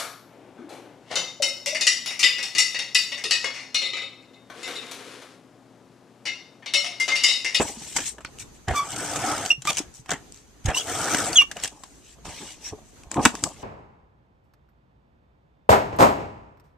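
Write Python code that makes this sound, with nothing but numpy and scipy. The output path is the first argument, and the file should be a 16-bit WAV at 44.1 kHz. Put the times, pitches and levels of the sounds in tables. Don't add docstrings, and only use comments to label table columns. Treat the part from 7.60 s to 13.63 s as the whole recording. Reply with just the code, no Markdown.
import sys
import numpy as np
from scipy import signal
from scipy.fft import rfft, irfft, next_fast_len
from scipy.io import wavfile
from scipy.ndimage import uniform_filter1d, map_coordinates

SR = 44100
rng = np.random.default_rng(int(sys.argv[2]) if len(sys.argv) > 2 else 0)


def int16_out(signal):
    q = np.round(np.clip(np.atleast_2d(signal).T, -1, 1) * 32767)
    wavfile.write(sys.argv[1], SR, q.astype(np.int16))


N = 265922

# frequency_hz, correlation
NEAR = [(60, .85), (300, 1), (1400, 0.94), (3100, 0.79), (6800, 0.032), (15000, 0.068)]


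def amp(db):
    return 10 ** (np.asarray(db) / 20)


def unit(x):
    return x / np.sqrt(np.mean(x ** 2) + 1e-20)


def along(points, hz):
    f, v = np.transpose(points)
    return np.interp(np.log(hz + 1), np.log(f + 1), v)


def filtered(x, response):
    m = next_fast_len(x.shape[-1] + 8192)
    return irfft(rfft(x, m) * response(np.fft.rfftfreq(m, 1 / SR)), m)[..., :x.shape[-1]]


def wobble(rate):
    knots = rng.standard_normal(int(N * 400 / SR) + 4)
    return map_coordinates(knots, [np.arange(N) * min(rate, 400) / SR])


def rush(spectrum, likeness, grain_db=0, rate=1, patchy_db=3.5):
    grains = rng.standard_normal((2, N)) * amp(grain_db * wobble(rate))
    cells = signal.stft(grains, nperseg=512)[2]
    patches = uniform_filter1d(rng.standard_normal(cells.shape[1:]), size=3, axis=0)
    patches = uniform_filter1d(patches, size=5, axis=1)
    pair = signal.istft(cells * amp(patchy_db * unit(patches)), nperseg=512)[1][:, :N]

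    def mid_side_gains(hz):
        angle = np.arccos(np.clip(along(likeness, hz), -1, 1)) / 2
        return amp(along(spectrum, hz)) * [np.cos(angle), np.sin(angle)]

    mid, side = filtered(pair, mid_side_gains)
    return unit(np.array([mid + side, mid - side]))


def swells(rows, extra_db=0):
    t, power = np.arange(N) / SR, np.zeros(N)
    for (top, rise, hold, fall, db, *_), more_db in zip(rows, np.broadcast_to(extra_db, len(rows))):
        before = (top - t) / max(rise, .001)
        after = (t - top - hold) / max(fall, .001)
        power += amp(db + more_db - 20 * np.clip(np.maximum(before, after), 0, 6)) ** 2
    return np.sqrt(power)


def curves(events):
    t, gate = np.arange(N) / SR, np.zeros(N)
    for rows in events:
        gate[round(rows[0][0] * SR):round(rows[-1][0] * SR) + 40] = 1
    points = sorted((row for rows in events for row in rows), key=lambda row: row[0])
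    times, *columns = np.transpose(points)
    return uniform_filter1d([gate] + [np.interp(t, times, c) for c in columns], size=90, axis=1)


def bursts(rows, body, treble, crack_db, ring_db):
    out, t = np.zeros((2, N + SR)), np.arange(SR // 4) / SR
    body, treble = (np.pad(x, ((0, 0), (0, SR)), "wrap") for x in (body, treble))
    onset = 1 - np.exp(-t / .00012)
    crack = amp(crack_db - 60 * t / 0.0013)
    crest_db = 8
    for start, db, body_db, hz, t60 in rows:
        i = round(start * SR)
        span = np.s_[:, i:i + len(t)]
        hit = (crack + amp(-60 * t / t60)) * unit(treble[span])
        hit += amp(body_db) * (crack + amp(-60 * t / (1.2 * t60))) * unit(body[span])
        hit += amp(ring_db + max(body_db, 0) - 60 * t / (t60 / 2)) * np.sin(2 * np.pi * hz * t)
        out[span] += amp(db - crest_db) * hit * onset
    return out[:, :N]


def stick_slip(events, overtones_db, flutter_db, jitter, rasp, left_lag_us, left_db):
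    gate, hz, db, *lift_db = curves(events)
    levels = [db] + [db + lift_db[0] + overtone for overtone in overtones_db]
    phase = 2 * np.pi * np.cumsum(hz * (1 + jitter * wobble(350))) / SR
    phase = phase - np.array([[np.pi], [-np.pi]]) * hz * left_lag_us / 1e6
    tone = sum(amp(level + flutter_db * min(k, 3) ** 0.4 * wobble(220)) * np.sin(k * phase)
               for k, level in enumerate(levels, 1))
    scatter = 1 + rasp * unit(uniform_filter1d(rng.standard_normal(N), size=30))
    pan = amp([[left_db / 2], [-left_db / 2]])
    return np.sqrt(2) * gate * pan * tone * scatter


def room_tone():
    # frequency_hz, density_db
    hush = [(15, -33), (25, 3.5), (133, -4), (178, -5.5), (252, -5), (416, -7.5), (588, -15.5), (671, -14),
            (1890, -21), (3670, -23.5), (5180, -23.5), (5610, -28), (6070, -16), (8810, -27.5),
            (14200, -35.5), (14700, -120)]
    hum = [(40, -26), (57, 5.5), (75, -31), (110, -24.5), (124, -8), (140, -29), (200, -86)]
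    # frequency_hz, correlation
    far = [(60, .6), (600, 0.21), (3000, 0.14), (7000, .02)]
    return (amp(-51.5) * rush(hush, far, grain_db=2.6, rate=10, patchy_db=1.8)
            + amp(-59.0) * rush(hum, far, grain_db=-0.3, rate=5.4, patchy_db=-1.5))


def paper():
    # top_s, rise_s, hold_s, fall_s, level_db
    flexes = [(0, .01, 0, 0.05, -15), (.05, .02, 0.011, 0.36, -43), (.168, .05, 0, 0.091, -44.5),
              (.366, 0.0098, 0.016, 0.048, -29), (.47, 0.033, 0.05, 0.11, -53),
              (.584, 0.018, 0.016, 0.045, -43), (.649, .004, 0, 0.061, -45),
              (.818, 0.023, 0.0062, .05, -64), (2.386, .06, 0, 0.089, -63), (4.12, .02, 0.0048, .2, -49),
              (4.242, .03, 0, 0.035, -50), (4.586, 0.043, 0.0024, 0.032, -51.5),
              (4.655, .008, 0.0023, .12, -35.5), (4.818, .06, 0, 0.12, -43),
              (5.02, 0.3, 0.11, 0.092, -54.5), (5.124, .006, 0.0066, 0.1, -41.5),
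              (5.478, 0.058, 0, 0.025, -46), (5.52, 0.023, 0.036, .06, -39.5),
              (5.568, 0.02, 0.011, 0.036, -19.5), (5.594, 0.0076, 0.016, 0.014, -19),
              (5.63, 0.033, 0.012, .03, -28.5), (5.658, 0.0044, 0.0032, .04, -21),
              (5.74, 0.11, 0, 0.092, -36.5), (5.842, 0.029, .03, 0.07, -36), (6.03, 0.14, 0.025, .1, -47.5)]
    # top_s, rise_s, hold_s, fall_s, level_db, lower_treble_share
    slides = [(.026, 0.048, 0, 0.024, -27, 0), (.078, 0.072, 0.011, 0.097, -32, 0.16),
              (0.224, .15, 0.23, .05, -39, 0.26), (.37, 0.015, 0, 0.018, -18.5, 0.27),
              (0.421, 0.095, .02, .04, -35.5, 0.43), (0.459, .02, 0.022, 0.051, -28.5, 0.12),
              (0.648, .003, 0.012, 0.028, -43, 1), (0.795, 0.0018, .03, 0.019, -37.5, 0.15),
              (0.952, 0.029, 0.01, .05, -56, 0.23), (2.345, 0.0092, .05, 0.034, -48, 0.04),
              (2.739, .03, 0.042, 0.13, -54.5, 0.37), (4.12, .02, 0.27, .1, -57, 0.05),
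              (4.455, .06, 0.085, 0.027, -52, 0.26), (4.652, 0.0089, .27, 0.068, -41.5, 0.46),
              (5.058, 0.072, 0.033, .03, -38.5, 0.38), (5.282, 0.14, 0.023, 0.091, -58.5, 0.12),
              (5.517, 0.016, 0.0076, .03, -43.5, 0.65), (5.544, 0.023, 0.019, .03, -43, 0.2),
              (5.637, .04, 0.04, .04, -30.5, 0.33), (5.757, 0.11, 0.032, 0.09, -43.5, .4),
              (5.84, 0.029, 0, 0.096, -34, 0.06), (6.03, 0.28, 0, 0.14, -50, 0.63)]
    # start_s, level_db, body_above_treble_db, ring_hz, t60_s
    snaps = [(.0034, -25.5, 8, 780, .07), (.0134, -28.5, 4.5, 830, 0.11), (.3646, -11, -1, 7250, 0.018),
             (.3844, -21, 1, 1420, 0.076), (.404, -21.5, -6, 6300, .035), (.5826, -40.5, 8.5, 980, 0.044),
             (.6065, -40.5, 3, 640, 0.073), (.6484, -23.5, 8.5, 2330, 0.018),
             (.7866, -24, -26, 2830, 0.013), (.7996, -20, -40, 6040, 0.0074),
             (2.3406, -32, -16, 8070, .011), (2.369, -31, -24, 5870, .012),
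             (2.7229, -22, -22, 7760, 0.0063), (2.7448, -26, -23, 6000, .008),
             (2.7613, -34, -17, 6540, .012), (2.7744, -34, -29, 4380, .012),
             (4.6544, -33, 2.5, 1360, 0.048), (5.435, -35.5, -5, 2510, 0.017),
             (5.5154, -13.5, -6, 7930, 0.013), (5.5428, -18.5, 0, 6100, .01),
             (5.5684, -45.5, 22.5, 800, 0.037), (5.5934, -46, 19, 754, 0.032), (5.6526, 5, -5, 1570, 0.014),
             (5.6562, -5.5, 8.5, 1067, 0.03), (5.67, -24.5, 11.5, 900, 0.025),
             (5.7523, -16.5, -2.5, 1070, 0.017), (5.8384, -2, -10, 7440, 0.017),
             (5.8894, -27, -9, 6300, 0.017)]
    # frequency_hz, density_db
    boom = [(29, -28), (50, -7), (288, -0.5), (471, -5.5), (863, -2.5), (1260, -10.5), (1360, -28.5),
            (1770, -24), (1990, -80), (2500, -39), (3250, -61), (5500, -120)]
    lower_hiss = [(1000, -21), (1800, -6), (2900, -3), (4200, -7.5), (6000, -6.5), (9000, -52)]
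    upper_hiss = [(2240, -55), (3800, -8.5), (4930, -8), (5660, 2.5), (6880, 2.5), (7860, 6.5),
                  (10400, -13), (13700, -22), (14300, -17), (14700, -120)]
    snap_body = [(88, -37.5), (150, -18.5), (319, 1.5), (516, -42), (824, -9.5), (1620, -2), (2130, -9),
                 (2650, -7.5), (4000, -15), (5200, -42), (8800, -120)]
    snap_treble = [(1180, -48), (2000, -42.5), (2640, -8.5), (3520, -21.5), (3890, -3), (4240, -34),
                   (4570, -2.5), (7770, 5), (9120, -7), (13300, -26), (15000, -23)]
    share = np.clip([row[-1] for row in slides], .001, .999)
    sliding = swells(slides, 10 * np.log10(share)) * rush(lower_hiss, NEAR, grain_db=2.0, rate=180)
    sliding += swells(slides, 10 * np.log10(1 - share)) * rush(upper_hiss, NEAR, grain_db=1.5, rate=190)
    bending = swells(flexes) * rush(boom, NEAR, grain_db=3.5, rate=82)
    snapping = bursts(snaps, rush(snap_body, NEAR), rush(snap_treble, NEAR), crack_db=-8.5, ring_db=2.5)
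    return bending + sliding + snapping


def edge_swish():
    # time_s, level_db, pitch_hz
    swishes = [
        [(0.0, -38, 7730), (0.03, -21, 7660), (0.04, -44, 7670)],
        [(5.02, -68, 5830), (5.056, -33, 5680), (5.1, -43, 5800), (5.12, -63, 6040)],
    ]
    gate, db, hz = curves(swishes)
    band = filtered(rng.standard_normal((2, N)), lambda f: 1 / (1 + (f / 380) ** 4))
    return gate * amp(db) * unit(band * np.sin(2 * np.pi * np.cumsum(hz) / SR))


def table_thuds():
    # start_s, level_db, pitch_hz, t60_s
    thuds = [(0.002, -18, 327, 0.043), (0.17, -30.5, 226, 0.087), (0.814, -41, 106, 0.16),
             (1.079, -18.5, 99, 0.14), (1.104, -16, 71, 0.1), (1.979, -33, 133, 0.12),
             (2.202, -15, 306, 0.027), (2.394, -34, 127, 0.058), (3.051, -13.5, 104.8, 0.12),
             (3.081, -6, 63, 0.041), (4.654, -32.5, 51.7, 0.058), (4.683, -29, 80.7, 0.062),
             (5.126, -30, 430, 0.11), (5.56, -19, 310, 0.12), (5.654, -15.5, 240.5, 0.13),
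             (5.122, -27, 95, 0.068), (5.468, -35, 61.9, 0.076)]
    out, t = np.zeros(N + SR), np.arange(SR // 2) / SR
    onset = 1 - np.exp(-t / 0.0021)
    for start, db, hz, t60 in thuds:
        out[round(start * SR):][:len(t)] -= amp(db - 60 * t / t60) * np.sin(2 * np.pi * hz * t) * onset
    return out[:N]


def applicator_rattle():
    # top_s, rise_s, hold_s, fall_s, body_db, treble_above_body_db
    handling = [(1.084, 0.0089, 0.026, 0.063, -28, -8), (2.08, 0.032, 0.009, .03, -39, 13.5),
                (2.105, 0.036, 0, 0.04, -30.5, 5), (2.19, 0.07, 0.0072, 0.026, -44.5, 12.5),
                (2.203, 0.013, 0.011, 0.054, -41, -5), (2.495, 0.0047, 0.0012, 0.055, -30.5, -5),
                (2.516, 0.024, 0, 0.064, -26.5, -14), (3.059, .015, 0.0055, .04, -41, 8),
                (3.069, 0.01, 0.0039, 0.038, -32, -21), (3.086, .008, 0.0034, 0.054, -23, -14),
                (3.92, 0.02, 0, 0.028, -42.5, -15), (3.97, 0.018, 0.0011, 0.052, -37.5, -15),
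                (4.044, 0.097, 0, .07, -42, 10), (4.242, .04, .02, 0.011, -58.5, 4)]
    # start_s,
    # level_db, body_above_treble_db, ring_hz
    clicks = [(1.0835, -18.5, -20, 1030), (1.3186, -23.5, -24, 7900), (1.3625, -19.5, -28, 8200),
              (1.5594, -16, -13, 1220), (1.851, -19, -17, 8100), (1.8602, -16, -22, 6370),
              (2.0206, -25, -17, 7100), (2.0524, -20.5, 0, 1240), (2.0726, -13.5, -29, 1222),
              (2.0971, -23, -29, 1120), (2.151, -25, -12, 5870), (2.162, -29, -25, 6200),
              (2.1702, -14, -35, 6300), (2.175, -19, -26, 2800), (2.183, -11, -15, 5840),
              (2.1896, -16.5, -32, 7900), (2.4599, -35.5, -4, 1040), (2.4932, -29.5, 7.5, 2220),
              (2.506, -14, -14, 6330), (2.5156, -13.5, -13, 1610), (2.5341, -22, 2.5, 1710),
              (3.0595, -16.5, -12, 6470), (3.5461, -9, -4, 1550), (3.7305, -15.5, -14, 4630),
              (3.914, -19.5, -20, 1690), (3.9685, -24, -20, 2850), (4, -31, 3, 5500),
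              (4.036, -10.5, -11, 7770), (4.046, -17, -9.5, 5630), (4.0556, -20, -22, 1710),
              (4.0765, -23, -30, 8520), (4.2361, -27, -11, 1060)]
    # frequency_hz, density_db
    shell = [(59, -54.5), (100, -1), (538, -3.5), (755, 4), (1040, -7.5), (1690, -2.5), (1940, -6.5),
             (2480, -14.5), (3220, -10.5), (3540, -23.5), (4000, -23), (5200, -61.5), (8800, -120)]
    chatter = [(1470, -14), (2500, -4.5), (3180, -4), (4380, -9.5), (5790, -3), (7470, -1), (9780, -14),
               (10400, -21.5), (14300, -27), (15000, -80.5)]
    treble_db = [row[-1] for row in handling]
    body = swells(handling) * rush(shell, NEAR, grain_db=2.5, rate=150)
    treble = swells(handling, treble_db) * rush(chatter, NEAR, grain_db=5.0, rate=190)
    contacts = [(*row, 0.035) for row in clicks]
    clicking = bursts(contacts, rush(shell, NEAR), rush(chatter, NEAR), crack_db=-1.5, ring_db=4)
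    return body + treble + clicking


def tape_strokes():
    # time_s, rumble_db, hiss_above_rumble_db
    strokes = [
        [(1.135, -28, -23), (1.163, -38.5, 11), (1.2, -40.5, -1), (1.3, -41.5, 2.5), (1.4, -33, -1.5),
         (1.52, -33.5, -0.5), (1.68, -29, 0), (1.8, -30, -5.5), (1.88, -38, 1), (1.916, -44, 6.5),
         (1.93, -43.5, 0)],
        [(3.125, -38.5, -22), (3.147, -40.5, 4), (3.173, -38.5, 14), (3.24, -44, 3), (3.294, -32.5, 1),
         (3.42, -28.5, -1), (3.53, -27.5, -1), (3.62, -28.5, 0.5), (3.73, -31.5, -2.5), (3.77, -36, 5),
         (3.8, -48, 7), (3.84, -41, -6)],
    ]
    # frequency_hz, density_db
    roller = [(29, -45), (50, -18), (113, 1.5), (177, -7.5), (318, 1), (353, -5.5), (478, -3.5), (532, -6),
              (759, 1.5), (1080, -9), (1290, -0.5), (1950, -10.5), (2280, -10), (2540, -15.5),
              (3500, -18.5), (4550, -32.5), (7700, -120)]
    peel = [(1470, -33.5), (2500, -9), (3020, -2), (4160, -7.5), (6380, 3.5), (7020, -1.5), (7940, 5.5),
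            (10900, -16.5), (13600, -18.5), (14200, -16.5), (14700, -120)]
    threads_per_s, thread_db, thread_t60_s = 85, -3.5, .005
    t = np.arange(SR // 50) / SR
    threads = (rng.random(N) < threads_per_s / SR) * rng.exponential(size=N)
    crackle = signal.fftconvolve(threads, amp(thread_db - 60 * t / thread_t60_s))[:N]
    hiss = unit((1 + crackle) * rush(peel, NEAR, grain_db=2.5, rate=280))
    rumble = rush(roller, NEAR, grain_db=0.5, rate=72)
    gate, rumble_db, hiss_db = curves(strokes)
    return gate * amp(rumble_db) * (rumble + amp(hiss_db) * hiss)


def trigger_creak():
    # time_s, pitch_hz, level_db, overtone_lift_db
    creaks = [
        [(1.142, 1182, -32, -10), (1.175, 1167, -22, 2), (1.205, 1143, -22, -4.5), (1.233, 1144, -29, -14),
         (1.24, 1154, -36, -2)],
        [(2.072, 1090, -37, 21), (2.079, 1220, -22.5, 4), (2.09, 1217, -25.5, 8), (2.108, 1134, -36.5, 13),
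         (2.112, 1120, -44, 19)],
        [(3.158, 950, -51, 6), (3.17, 1060, -30, -14), (3.175, 1119, -45, 3)],
        [(3.812, 1187, -40.5, 22), (3.822, 1142, -19.5, 0.5), (3.83, 1260, -64, 29)],
    ]
    overtones = [-10.5, -14, -22, -18, -22.5, -23, -34.5, -39.5, -34, -35, -34]
    return stick_slip(creaks, overtones, flutter_db=1.8, jitter=.016, rasp=.1,
                      left_lag_us=24, left_db=-1.2)


def spool_squeaks():
    # time_s, pitch_hz, level_db, overtone_lift_db
    squeals = [
        [(1.902, 2730, -41.5, 2), (1.906, 2730, -8, -5.5), (1.912, 2832, -14, 2.5), (1.918, 2773, -11.5, 3.5),
         (1.922, 2780, -29, 3.5), (1.932, 2780, -28, -1), (1.948, 2660, -41.5, -3.5)],
        [(3.754, 3446, -33, 3.5), (3.759, 3494, -19, 13.5), (3.764, 3265, -13.5, 3.5),
         (3.769, 3305, -14.5, 13.5), (3.773, 3275, -15.5, 20.5), (3.7785, 3165, -9.5, 10.5),
         (3.7805, 3070, -24, 1.5)],
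        [(3.781, 2803, -17, 1.5), (3.784, 2897, -5.5, -12.5), (3.79, 2850, -7.5, -8),
         (3.808, 2810, -11.5, -6.5), (3.816, 2800, -19, -3), (3.823, 2800, -23, -2), (3.845, 2840, -37.5, 0)],
    ]
    grating = [
        [(3.132, 2650, -50, 7), (3.143, 2730, -40, 8), (3.149, 2803, -29, 6), (3.163, 2840, -39, 13),
         (3.179, 2970, -18.5, 6.5), (3.197, 2965, -46, 13), (3.222, 2840, -42.5, 4)],
    ]
    overtones = [-15.5, -40.5, -53]
    # time_s, pitch_hz, level_db
    whines = [
        [(3.148, 3800, -49), (3.164, 3870, -37), (3.172, 3840, -45)],
        [(3.18, 3130, -38), (3.2, 3270, -37), (3.214, 3280, -38.5), (3.222, 3320, -48)],
    ]
    squeal = stick_slip(squeals, overtones, flutter_db=0.34, jitter=0.0095, rasp=0.064,
                        left_lag_us=43, left_db=-0.9)
    grate = stick_slip(grating, overtones, flutter_db=5.5, jitter=0.0159, rasp=0.15,
                       left_lag_us=39, left_db=0.5)
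    whine = stick_slip(whines, [], flutter_db=5.5, jitter=0.0133, rasp=.16, left_lag_us=15, left_db=7.0)
    return squeal + grate + whine


def camera_shadow(x):
    # frequency_hz, left_above_right_db
    lean = [(60, -4.5), (300, 1), (4400, -1), (8000, 5.5), (11000, 17.5), (15000, 20.5)]
    return filtered(x, lambda hz: amp(along(lean, hz) * np.array([[.3], [-.7]])))


def room_reverb(x):
    # frequency_hz, t60_s
    decay = [(200, 0.14), (2000, 0.17), (10000, 0.16)]
    hz, t, cells = signal.stft(rng.standard_normal((2, SR // 2)), SR, nperseg=256)
    tail = signal.istft(cells * amp(-60 * t / along(decay, hz)[:, None]), SR, nperseg=256)[1]
    delayed = np.pad(x, ((0, 0), (200, 0)))
    return signal.fftconvolve(delayed, tail / np.linalg.norm(tail[0]), axes=1)[:, :N]


def scene():
    close = tape_strokes() + applicator_rattle() + paper() + edge_swish() + table_thuds()
    close = camera_shadow(close + trigger_creak() + spool_squeaks())
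    return close + amp(-14.0) * room_reverb(close) + room_tone()


def record(dry):
    bass_hz, ceiling, top_hz = 30, 0.9, 15563
    thinned = filtered(dry, lambda hz: hz ** 2 / (hz ** 2 + bass_hz ** 2))
    limited = thinned / (1 + np.abs(thinned / ceiling) ** 6) ** (1 / 6)
    return filtered(limited, lambda hz: np.clip((top_hz - hz) / 900, 0, 1) ** 2)


dry = scene()
out = record(dry)
int16_out(out)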